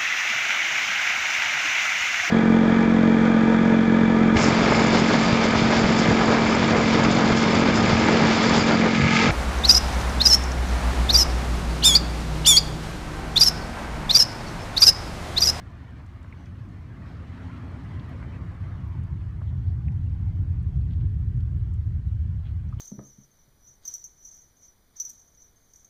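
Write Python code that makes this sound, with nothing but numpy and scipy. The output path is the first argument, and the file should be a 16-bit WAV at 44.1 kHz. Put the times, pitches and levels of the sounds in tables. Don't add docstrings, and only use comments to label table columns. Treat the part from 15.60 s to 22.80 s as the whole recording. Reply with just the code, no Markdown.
import sys
import numpy as np
from scipy import signal
from scipy.fft import rfft, irfft
from scipy.io import wavfile
from scipy.ndimage import uniform_filter1d

SR = 44100
rng = np.random.default_rng(int(sys.argv[2]) if len(sys.argv) > 2 else 0)


def wav_out(sig):
    wavfile.write(sys.argv[1], SR, np.round(np.clip(np.atleast_2d(sig).T, -1, 1) * 32767).astype(np.int16))


N = 317520
TIME = np.arange(N) / SR

# f/Hz, level/dB
AIR_COLOUR = [(300, -7), (1500, 2), (3200, -3), (4400, -7.5), (5000, -9), (6500, -10.5), (7500, -14.5),
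              (9500, -15), (11000, -17.2), (15500, -22)]
# middle t/s, level/dB, length/s, centre f/Hz, width/Hz
RUSTLE_CUES = [(.83, -77, 0.07, 6000, 700), (1.513, -71, 0.12, 4300, 3000), (3.89, -67, 0.027, 3300, 1500),
               (4.091, -70, 0.034, 4000, 3500), (5.326, -70, 0.051, 2970, 4000),
               (6.862, -63, .018, 3360, 603), (6.874, -65, 0.051, 2310, 4200)]
# t/s, peak level/dB, centre f/Hz, width before spreading/Hz, 60 dB decay/s
TICK_CUES = [(0.462, -57.5, 6000, 5000, .025), (0.628, -60, 7000, 5000, .018),
             (.6445, -43, 1310, 1200, 0.02), (0.7248, -42, 2180, 520, 0.028), (.857, -53, 4770, 3000, .03),
             (2.395, -47.5, 3400, 1500, .028), (2.4923, -60, 11500, 4000, .014),
             (2.6262, -37, 1400, 1300, 0.019), (3.278, -60, 13800, 4500, .008),
             (3.436, -58, 8200, 3500, .013), (3.8153, -41, 1081, 750, .018),
             (4.282, -44.5, 2220, 696, .022), (4.5971, -56, 1800, 980, .012),
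             (5.0273, -63, 8500, 3000, .014), (5.212, -62, 4000, 450, .02), (5.306, -54, 3400, 1200, .02),
             (5.333, -54, 3020, 1500, .015), (5.41, -52.5, 2700, 2200, .018),
             (5.8046, -54.5, 2800, 4500, .018), (6.137, -56.5, 7200, 3500, .018),
             (6.4753, -61.5, 8500, 5040, .018), (6.868, -51, 3460, 900, .018),
             (7.0885, -62.5, 5700, 400, .015), (7.125, -43, 1204, 200, 0.03),
             (7.189, -52, 3030, 350, 0.017)]
# t/s, level/dB
TYRE_FADER = [(0, -54.5), (.55, -57), (1.05, -58), (1.5, -53.5), (1.85, -51.5), (2.3, -51.3), (2.75, -52.5),
              (3.15, -54.5), (3.55, -59.5), (4.1, -62.5), (4.9, -63.5), (5.3, -64.5), (6.6, -66.5),
              (7.2, -64)]
# f/Hz, level/dB
TREAD_COLOUR = [(150, -11.5), (280, -4), (470, 0), (680, -1.5), (900, -1), (1110, -0.5), (1300, -2),
                (2000, -4.5), (2700, -13.5), (4300, -21), (5200, -24.5), (7000, -31.5), (10000, -38),
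                (15000, -54)]
# t/s, level/dB, centre f/Hz
HOLLOW_DRONE = [(0, -62.5, 1093), (1.4, -76, 1100), (2.4, -62, 1132), (3.2, -60.5, 1104), (3.7, -68, 1002),
                (4.1, -69.5, 799.6), (4.9, -69.5, 800), (5.3, -79, 679), (7.2, -76.5, 652)]
# t/s, firing f/Hz, level/dB, tail turned to the listener/0-1
ENGINE_PASS = [(0, 89, -63, 0), (1.1, 87, -54, 0.1), (2.2, 85, -49, 0.04), (3.0, 84.8, -48.5, 0.25),
               (4.0, 84.4, -51, 0.15), (4.7, 83.6, -50.5, 0), (5.4, 82.2, -50, 0.8), (6.2, 81, -55.5, 1),
               (6.6, 80.6, -70.5, 0.93), (7.2, 80, -62.5, 0.9)]
# multiple of the firing rate, front level/dB, rear level/dB
FIRING_ORDERS = [(2, 5, -1.5), (3, -7, -8), (4, -10, -9.5), (5, -18, -9), (6, -25.5, -24)]
# t/s, level/dB
BOOM_FADER = [(0, -58.5), (1.2, -62.5), (1.8, -51), (2.2, -46.5), (2.5, -62), (3.2, -65.5), (4.2, -66.5),
              (7.2, -88)]
# t/s, level/dB
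ROAR_FADER = [(0, -41.5), (0.6, -42.5), (1.0, -40.5), (2.2, -36.5), (2.9, -34), (3.35, -31.5),
              (3.72, -32.5), (4.0, -26), (4.6, -26.5), (5.35, -26), (6.1, -27), (6.7, -26.5), (7.2, -31)]
# t/s, level/dB
THROB_FADER = [(0, -49), (2.3, -50.7), (3.05, -48), (3.6, -40.5), (4.15, -49.5), (4.4, -39.5), (5.35, -36),
               (6.5, -37), (7.2, -41)]
# f/Hz, level/dB
FAINT_COLOUR = [(21, -57), (35, -16), (70, -2), (92, 2.5), (140, -8), (199, -13.5), (257, -15),
                (380, -25.5), (490, -54), (840, -120)]
# f/Hz, level/dB
FULL_COLOUR = [(21, -41.5), (35, -8.5), (70, 0), (97, 0.5), (165, -14.5), (226, -29), (297, -33),
               (332, -37.5), (371, -48.5), (390, -42), (510, -70), (860, -120)]
# t/s, share of the full colour/0-1
ROAR_CROSSFADE = [(0, 0), (2.3, 0), (3.2, 0.76), (4.1, 0.98), (7.2, 0.91)]
# t/s, swell/dB, dip/dB
SWELLS_AND_DIPS = [(.35, 4, 6), (.89, 4.5, 4), (1.03, 4.5, -1), (2.37, 5, 1), (2.8, 2.5, 1.5),
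                   (3.03, 2.5, 9), (3.39, 5, 1), (3.54, 4.5, 4), (3.9, 2.5, 2), (4.09, 2.5, 1),
                   (4.28, 3, 6.5), (4.63, 2, 6.5), (4.83, 4.5, 0.5), (5.18, 3.5, 5.5), (5.44, 5.5, -0.5),
                   (5.77, 4, 1.5), (5.97, 2.5, 0.5), (6.28, 0.5, 3), (6.49, 0.5, 8), (6.889, 0, 12.5)]
# f/Hz, width/Hz, level/dB
PORT_EQ = [(653, 64, 2.5), (2690, 120, -1), (3180, 350, 1), (3600, 200, -1.5), (4430, 200, 1),
           (4900, 160, -3), (10360, 410, -5.5)]


def gain_of(db):
    return 10 ** (np.asarray(db) / 20)


def unit_rms(x):
    return x / np.sqrt(np.mean(x ** 2) + 1e-20)


def curves(rows):
    s, *columns = np.transpose(rows)
    return [np.interp(TIME, s, c) for c in columns]


def add(mix, s, sound):
    part = mix[max(round(s * SR), 0):][:len(sound)]
    part += sound[:len(part)]


def coloured(x, points):
    hz, db = np.transpose(points)
    f = np.fft.rfftfreq(len(x), 1 / SR)
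    eq_db = np.interp(np.log(f + 1), np.log(hz + 1), db)
    return unit_rms(irfft(rfft(x) * gain_of(eq_db), len(x)))


def band(x, hz, width_hz):
    f = np.fft.rfftfreq(len(x), 1 / SR)
    return unit_rms(irfft(rfft(x) / (1 + ((f - hz) / width_hz) ** 2) ** 5, len(x)))


def below(x, hz):
    return signal.sosfiltfilt(signal.butter(4, hz, fs=SR, output="sos"), x)


def drift(rate_hz):
    slow_t = TIME[::20]
    f = np.fft.rfftfreq(len(slow_t), slow_t[1])
    spectrum = rfft(rng.standard_normal(len(slow_t))) * np.exp(-(f / rate_hz) ** 2)
    return np.interp(TIME, slow_t, unit_rms(irfft(spectrum, len(slow_t))))


def levelled(x, smooth_s, evenness):
    size = int(smooth_s * SR)
    power = uniform_filter1d(uniform_filter1d(x ** 2, size), size)
    return unit_rms(x / (abs(power) + 1e-9) ** (evenness / 2))


def still_air(level_db=-70):
    return gain_of(level_db) * coloured(rng.standard_normal(N), AIR_COLOUR)


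def crackle(base_db=-65, spread_db=2.5, decay_s=0.003, db_per_octave=-4.5, count=420):
    out, t = np.zeros(N), np.arange(1024) / SR
    for when, pitch, size in rng.random((count, 3)):
        octaves = 2.8 * pitch
        hz = 1800 * 2 ** octaves
        burst = rng.standard_normal(len(t)) * np.exp(-t / decay_s)
        tick = band(np.roll(burst, len(t) // 8), hz, .5 * hz)
        accent_db = spread_db * min(-np.log(1 - size), 3)
        peak_db = base_db + db_per_octave * octaves + accent_db
        add(out, when * TIME[-1], gain_of(peak_db) * tick / abs(tick).max())
    return out


def rustles(grain_db=3):
    out = np.zeros(N)
    for s, db, length_s, hz, width_hz in RUSTLE_CUES:
        swell = gain_of(db) * np.exp(-2 * ((TIME - s) / length_s) ** 2)
        out += swell * band(rng.standard_normal(N), hz, width_hz)
    return out * gain_of(grain_db * drift(250))


def ticks(spread=1.8, rise_s=0.0017):
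    out, t = np.zeros(N), np.arange(4096) / SR
    lead = len(t) // 8
    for s, peak_db, hz, width_hz, t60 in TICK_CUES:
        envelope = (1 - np.exp(-t / rise_s)) * gain_of(-60 * t / t60)
        burst = rng.standard_normal(len(t)) * envelope
        tick = band(np.roll(burst, lead), hz, spread * width_hz)
        add(out, s - lead / SR, gain_of(peak_db) * tick / abs(tick).max())
    return out


def shimmering(hiss, patch_db=2.5):
    hz, _, spectra = signal.stft(hiss, SR, nperseg=1024, noverlap=768)
    patch = np.outer(np.hanning(7), np.hanning(15))
    patches = unit_rms(signal.fftconvolve(rng.standard_normal(spectra.shape), patch, "same"))
    depth_db = patch_db / (1 + (hz[:, None] / 10000) ** 2)
    gain = gain_of(depth_db * patches)
    gain /= np.sqrt(np.mean(gain ** 2, axis=1, keepdims=True))
    return signal.istft(spectra * gain, SR, nperseg=1024, noverlap=768)[1][:N]


def tyres(trim_db=0.08, flutter_db=.5, grit_db=1, drone_width_hz=210,
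          bright_db=0.74, dull_db=-1, pass_s=2.7, pass_width_s=.2):
    hiss = coloured(rng.standard_normal(N), TREAD_COLOUR)
    body = below(hiss, hz=2300)
    gone = .5 + .5 * np.tanh((TIME - pass_s) / pass_width_s)
    treble_db = bright_db + gone * (dull_db - bright_db)
    treble = (hiss - body) * gain_of(treble_db + grit_db * drift(18))
    drone_db, drone_hz = curves(HOLLOW_DRONE)
    phase = 2 * np.pi * np.cumsum(drone_hz) / SR
    drone = drift(drone_width_hz) * np.cos(phase) + drift(drone_width_hz) * np.sin(phase)
    hiss_db = curves(TYRE_FADER)[0] + trim_db + flutter_db * drift(23)
    return gain_of(hiss_db) * (body + treble) + gain_of(drone_db) * drone


def engine(trim_db=-1, waver=0.0032, fading_db=2.0):
    firing_hz, level_db, behind = curves(ENGINE_PASS)
    firings = np.cumsum(firing_hz * (1 + waver * drift(8))) / SR
    drone = np.zeros(N)
    for order, front_db, rear_db in FIRING_ORDERS:
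        order_db = front_db + behind * (rear_db - front_db) + fading_db * drift(13)
        drone += gain_of(order_db) * np.sin(2 * np.pi * (order * firings + rng.random()))
    return gain_of(level_db + trim_db) * drone


def exhaust_boom():
    return gain_of(curves(BOOM_FADER)[0]) * band(rng.standard_normal(N), hz=252, width_hz=70)


def swells_and_dips(swell_half_s=0.029, dip_half_s=0.019, dip_lead_s=0.053):
    lift_db = np.zeros(N)
    for s, swell_db, dip_db in SWELLS_AND_DIPS:
        lift_db += swell_db * np.exp(-((TIME - s) / swell_half_s) ** 2)
        lift_db -= dip_db * np.exp(-((TIME - s + dip_lead_s) / dip_half_s) ** 2)
    return lift_db


def rocket(body_trim_db=-0.42, throb_trim_db=1.0, edge_trim_db=-.5, dull_from_s=5.13, dull_db_per_s=1.7):
    turbulence = rng.standard_normal(N)
    full = curves(ROAR_CROSSFADE)[0]
    roar = (1 - full) * coloured(turbulence, FAINT_COLOUR) + full * coloured(turbulence, FULL_COLOUR)
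    edge = roar - below(roar, hz=135)
    edge_db = edge_trim_db - dull_db_per_s * np.maximum(TIME - dull_from_s, 0)
    roar += (gain_of(edge_db) - 1) * edge
    deep = below(roar, hz=62)
    throb = levelled(deep, smooth_s=0.044, evenness=.75)
    body = levelled(roar - deep, smooth_s=0.074, evenness=0.78)
    throb_db = curves(THROB_FADER)[0] + throb_trim_db
    body_db = curves(ROAR_FADER)[0] + swells_and_dips() + body_trim_db
    return gain_of(body_db) * body + gain_of(throb_db) * throb


def scene():
    air = still_air()
    rumble = rocket()
    hiss = shimmering(tyres() + air)
    return (rumble + hiss + engine() + exhaust_boom() + ticks() + rustles() + crackle())[None]


def record(dry, low_cut_hz=39, high_cut_hz=15750):
    f = np.fft.rfftfreq(N, 1 / SR)
    port_db = sum(db * np.exp(-((f - hz) / width) ** 2) for hz, width, db in PORT_EQ)
    low_cut = 1 / np.sqrt(1 + (low_cut_hz / (f + 1)) ** 10)
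    heard = irfft(rfft(dry) * gain_of(port_db) * low_cut, N)
    high_cut = signal.firwin(511, high_cut_hz, window=("kaiser", 9), fs=SR)
    return signal.oaconvolve(heard, high_cut[None], "same")


dry = scene()
out = record(dry)
wav_out(out)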